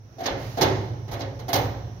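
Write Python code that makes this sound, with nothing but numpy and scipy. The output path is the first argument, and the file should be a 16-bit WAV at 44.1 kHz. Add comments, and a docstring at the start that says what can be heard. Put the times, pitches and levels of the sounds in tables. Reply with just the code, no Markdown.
"""The door of a sheet-steel wardrobe knocks lightly, then clacks home, several times in a hard room.
Each impact excites the steel's dense modes and the door's strong ones, and reverberation prolongs them.
The large panels boom on between the blows, and a thud passes through the floor. An edge slides briefly
after the first clack, and the last clack sets a small steel part ringing."""
import sys
import numpy as np
from scipy import signal
from scipy.fft import rfft, irfft
from scipy.io import wavfile

SR = 44100
rng = np.random.default_rng(int(sys.argv[2]) if len(sys.argv) > 2 else 0)


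def generate_wav(signal):
    """Clip the signal to [-1, 1] and save it as 16-bit WAV at the path in sys.argv[1]."""
    frames = np.transpose(np.atleast_2d(signal))
    scaled = np.clip(frames, -1, 1) * 32767
    pcm = np.round(scaled).astype(np.int16)
    wavfile.write(sys.argv[1], SR, pcm)


N = 88200

# Likeness of the two channels. Each row: frequency in Hz, correlation (limited to 1 in use).
CORRELATION = [(100, 1.1), (250, 0.77), (500, 0.83), (1000, -0.04), (2000, -0.08), (5000, 0)]


def amp(db):
    """Amplitude ratio of a level in decibels."""
    return 10 ** (np.asarray(db) / 20)


def curve_at(points, hz):
    """A curve's value at hz, interpolated on a logarithmic frequency axis."""
    f, value = np.transpose(points)
    return np.interp(np.log(hz + 1), np.log(f + 1), value)


def add(mix, start_s, sound):
    """Superposition: a sound adds to the mix from start_s on."""
    at = round(start_s * SR)
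    sound = sound[:, max(-at, 0):]
    part = mix[:, max(at, 0):][:, :sound.shape[1]]
    part += sound[:, :part.shape[1]]


def noise(colour, size, shade_db=0):
    """Partial coherence: coloured stereo noise of unit level, then shaded; alike only in the bass."""
    hz = np.fft.rfftfreq(size, 1 / SR)
    a, b, c, d = rng.standard_normal((4, len(hz)))
    correlation = np.clip(curve_at(CORRELATION, hz), -1, 1)
    gain = amp(curve_at(colour, hz))
    mid = (a + 1j * b) * np.sqrt(1 + correlation)
    side = (c + 1j * d) * np.sqrt(1 - correlation)
    spectrum = np.array([mid + side, mid - side]) * gain * amp(shade_db)
    return irfft(spectrum, size) * np.sqrt(size / np.mean(gain ** 2)) / 2


def ring(modes, rise_s, size, scatter=0):
    """Free vibration: damped modes build up and decay, each with its own phase between the channels."""
    t, out = np.arange(size) / SR, np.zeros((2, size))
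    for hz, db, t60 in modes:
        correlation = np.clip(curve_at(CORRELATION, hz), -1, 1)
        apart = np.arccos(correlation) * rng.choice([-1, 1]) / 2
        phase = 2 * np.pi * scatter * rng.random() + np.array([[apart], [-apart]])
        out += amp(db) * np.exp(-np.log(1000) * t / t60) * np.sin(2 * np.pi * hz * t + phase)
    return out * (1 - np.exp(-t / rise_s))


def room_air(start_db=-51, rise_db=8, rise_s=0.21):
    """Ambient noise: a low rumble and hiss, which grow as the moving door adds faint rubbing."""
    # Noise spectrum. Each row: frequency in Hz, relative density in dB.
    spectrum = [(20, -22), (100, 11), (250, -4.5), (500, -7), (1000, -15), (3000, -26.5), (4800, -28.5),
                (5800, -17), (7000, -34), (14000, -30)]
    growth = np.minimum(np.arange(N) / SR / rise_s, 1)
    return amp(start_db + rise_db * growth) * noise(spectrum, N)


def sliding_edge(peak_db=-42.5, start_s=0.35, peak_s=0.42, end_s=1):
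    """Sliding friction: a painted edge rubs along the steel with a hiss that swells and fades."""
    # Friction spectrum. Each row: frequency in Hz, relative density in dB.
    spectrum = [(100, -15), (700, 7), (2000, 2), (5500, -2.5), (9000, -6), (13000, -1.5), (16000, -4.5)]
    swell = np.interp(np.arange(N) / SR, [start_s, peak_s, end_s], [0, 1, 0])
    return amp(peak_db) * swell * noise(spectrum, N)


def steel_part():
    """Modal ringing: a small, stiff part has high natural frequencies, so it pings thinly when struck."""
    # Its modes. Each row: frequency in Hz, relative level in dB, T60 in seconds.
    modes = [(11820, -10, .28), (12745, 0, .25), (13610, -4, .38), (14250, -13, .3), (14560, -6, .55),
             (15075, -14, .28), (15510, -7, .48)]
    # Blows on it. Each row: start in seconds, gain in dB.
    hits = [(1.129, -59), (1.53, -25.5)]
    out = np.zeros((2, N))
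    ping = ring(modes, rise_s=0.00064, size=SR, scatter=1)
    for start_s, db in hits:
        add(out, start_s, amp(db) * ping)
    return out


def panels(thud_hz=53.6, thud_peak_s=0.03):
    """Flexural vibration: shoves set the large panels booming, while footsteps send low thuds through the
    floor."""
    # Bending modes. Each row: frequency in Hz, relative level in dB, T60 in seconds.
    modes = [(62.5, -13, 3.7), (80.2, -5.5, 1.1), (98.2, -7, 0.89), (104.77, 2.5, 1.37), (120.9, 1, 1.17),
             (134.7, -9.5, 1.4), (173.7, -14, 1.1)]
    # Heavy shoves and footfalls. Each row: start in seconds, boom gain in dB, thud gain in dB.
    shoves = [(-.12, -43.5, -65), (.225, -55, -54), (.295, -36, -33.5), (0.426, -34.5, -38),
              (0.604, -27, -48.5), (0.673, -26, -36), (.87, -32.5, -49.5), (1.099, -33.5, -36),
              (1.241, -36.5, -49), (1.39, -39, -43), (1.536, -26, -52), (1.60, -33, -35), (1.681, -40, -43),
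              (1.80, -34, -50)]
    out, t = np.zeros((2, N)), np.arange(N) / SR
    boom = ring(modes, rise_s=0.015, size=N).mean(axis=0, keepdims=True)
    pulse = (t / thud_peak_s * np.exp(1 - t / thud_peak_s)) ** 2
    thud = pulse * np.sin(2 * np.pi * thud_hz * t)
    for start_s, boom_db, thud_db in shoves:
        add(out, start_s, amp(boom_db) * boom + amp(thud_db) * thud)
    return out


def door_bumps():
    """Damped resonance: a light bump before a clack excites only a few modes, a short hollow note."""
    # Modes of the note. Each row: frequency in Hz, relative level in dB, T60 in seconds.
    modes = [(685.7, 0.5, 0.39), (740, 2, 0.14), (825, -40, 0.098)]
    # Light contacts. Each row: start in seconds, gain in dB.
    bumps = [(.183, -33.5), (.204, -25), (.572, -25), (1.112, -33), (1.482, -27)]
    out = np.zeros((2, N))
    note = ring(modes, rise_s=0.0027, size=SR)
    for start_s, db in bumps:
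        add(out, start_s, amp(db) * note)
    return out


def impact_decay(size, frame, hold_s=0.014, crack_s=0.0029):
    """Damping and reverberation: steel and room decays add in power, a gain by frequency and time."""
    # Quick decay of the steel. Each row: frequency in Hz, T60 in seconds.
    steel_t60 = [(200, 0.87), (800, 0.47), (2000, 0.6078), (5000, 0.02), (13000, 0.0954)]
    # Slow decay of the room. Each row: frequency in Hz, T60 in seconds.
    room_t60 = [(100, 2.2), (400, 1.01), (900, 0.99), (1800, 0.94), (3000, 1.05), (5000, 0.61),
                (13000, 0.32)]
    # Reverberant strength. Each row: frequency in Hz, level relative to the steel in dB.
    room_db = [(200, -7.5), (800, -6), (1800, -11.5), (3000, -14), (5000, -12.5), (13000, -12)]
    # The crack of the first instants. Each row: frequency in Hz, initial boost in dB.
    crack_db = [(300, 1), (900, 0.5), (2000, 2.5), (5000, 1), (13000, 3)]
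    hz, t, _ = signal.stft(np.zeros(size), SR, nperseg=frame)
    hz = hz[:, None]
    fall = -np.log(1000) * np.maximum(t - hold_s, 0)  # early echoes hold the level at first
    steel = np.exp(fall / curve_at(steel_t60, hz))
    room = amp(curve_at(room_db, hz)) * np.exp(fall / curve_at(room_t60, hz))
    crack = amp(curve_at(crack_db, hz) * np.exp(-t / crack_s))
    return np.hypot(steel, room) * crack


def door_knocks():
    """Impact excitation: each blow wakes the steel's modes, dense as noise, and the door's strong ones."""
    # Blows. Each row: start in seconds, gain in dB, relative levels of body, clack, tick and door ring
    # in dB, rise time constant in seconds, frequency favoured by the spot struck in Hz.
    blows = [(.181, -42, 9, 6, 1, -6, 0.012, 745), (.200, -38, 7, 7.5, 4, 4.5, 0.013, 710),
             (.232, -37, 1.5, 12.5, 4, -30, 0.015, 704), (.257, -25, -2.5, 4.5, -4.5, 1.5, 0.0015, 552),
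             (.312, -33.5, 5.5, -32, -15, -23, 0.0011, 395), (.569, -25.5, 6, 4, -0.5, 4, 0.018, 783),
             (.611, -22, -4, 3, 3.5, -3.5, 0.00035, 865), (.617, -20, 5, 3, 0, 2.5, 0.00033, 376),
             (1.076, -40, 8, 3.5, -5, -15.5, 0.0091, 705), (1.111, -34.5, 2, 2.5, 3, 3.5, 0.0045, 750),
             (1.127, -37, -3.5, 7, 5, -27, 0.0054, 580), (1.193, -42.5, 1, 0, 3.5, 15.5, 0.00082, 595),
             (1.207, -35.5, 5, 4.5, -11, -6.5, 0.0013, 537), (1.243, -40, 3, -32, -18, 5, 0.0016, 556),
             (1.353, -53, -13, -9, -3, -11, .002, 550), (1.39, -39.5, 2, 0, -1.5, -7, 0.003, 540),
             (1.480, -32, 3, 7.5, 9, 6.5, 0.01, 724), (1.531, -21, 0.5, 2, 6.5, 0, 0.00021, 737),
             (1.553, -25, 0.5, 2.5, 6, -0.5, 0.0013, 559.5)]
    # Dense modes of the sheet steel. Each row: frequency in Hz, relative density in dB.
    sheet_spectrum = [(30, -32), (130, -3), (210, -8), (290, -3.5), (450, 0.5), (800, 1.5), (1000, -4),
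                      (1400, -11), (2000, -13), (2700, -16), (4400, -8.5), (6300, -11.5), (10000, -19.5),
                      (13500, -11.5), (16000, -22.5)]
    # Strong modes of the door. Each row: frequency in Hz, relative level in dB, T60 in seconds.
    door_modes = [(242, -9, .65), (277, -1, .75), (329, -4, .8), (383, 1, .72), (484, -2, .65),
                  (538, -1, .85), (576, -5, .85), (658, -6, .55), (694, -3, .55), (768, -3, .52),
                  (825, -5, .57), (873, -3, .7), (1072, -10, .35), (4140, -10, .27), (4484, -10, .27)]
    # Uneven bunching of the dense modes. Each row: frequency in Hz, share of the ripple depth.
    ripple_share = [(700, .3), (2000, .55), (4000, 1)]
    ripple_db, ripple_step_hz = 4, 44.9
    focus_db, focus_octaves = 6.5, 0.091
    soft_db, soft_rise_s = -6.5, 0.0059  # slow, soft blows lose their upper clack
    door_gain_db, size, frame = -13, SR, 256
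    out, t = np.zeros((2, N)), np.arange(size) / SR
    hz = np.fft.rfftfreq(size, 1 / SR)
    bunching = np.interp(hz / ripple_step_hz, np.arange(len(hz)), rng.standard_normal(len(hz)))
    ripple = ripple_db * curve_at(ripple_share, hz) * bunching
    decay = impact_decay(size, frame)
    door_spectrum = rfft(ring(door_modes, rise_s=0.0027, size=size, scatter=0.98))
    for start_s, db, body_db, clack_db, tick_db, ring_db, rise_s, focus_hz in blows:
        snap_db = clack_db + soft_db * min(rise_s / soft_rise_s, 1)
        tone = [(400, body_db), (700, 0.0043), (900, 0),
                (1600, clack_db), (5500, snap_db), (11000, tick_db)]
        focus = np.exp(-(np.log2((hz + 1) / focus_hz) / focus_octaves) ** 2)
        shade_db = curve_at(tone, hz) + focus_db * focus
        dense_modes = noise(sheet_spectrum, size, ripple + shade_db)
        frames = signal.stft(dense_modes, nperseg=frame)[2]
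        steel = signal.istft(frames * decay)[1][:, :size]
        door = irfft(door_spectrum * amp(shade_db), size) * np.linspace(1, 0, size)
        attack = 1 - np.exp(-t / rise_s)
        add(out, start_s, amp(db) * attack * (steel + amp(door_gain_db + ring_db) * door))
    return out


def scene():
    """Superposition: the wardrobe's sounds add to the room's air."""
    return door_knocks() + door_bumps() + panels() + steel_part() + sliding_edge() + room_air()


def record(dry):
    """Frequency response: the microphones favour the right, dip near 8 kHz and are band-limited."""
    # Treble dip. Each row: frequency in Hz, gain in dB.
    dip = [(6400, -1), (7000, -6.5), (7700, -22), (8700, -16.5), (10000, -12), (12000, -10), (13500, -9.5)]
    # Channel balance. Each row: frequency in Hz, left minus right in dB.
    balance = [(40, 0), (110, -3), (300, -2), (600, -0.7), (1200, -3.5), (4000, -6.5), (8000, -7),
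               (13000, -9.5)]
    cutoff_hz = 15900
    hz = np.fft.rfftfreq(2 * N, 1 / SR)
    response = amp(curve_at(dip, hz) + np.array([[.5], [-.5]]) * curve_at(balance, hz))
    heard = irfft(rfft(dry, 2 * N) * response)[:, :N]
    lowpass = signal.firwin(401, cutoff_hz, window=("kaiser", 9), fs=SR)
    return signal.oaconvolve(heard, lowpass[None], "same")


dry = scene()
out = record(dry)
generate_wav(out)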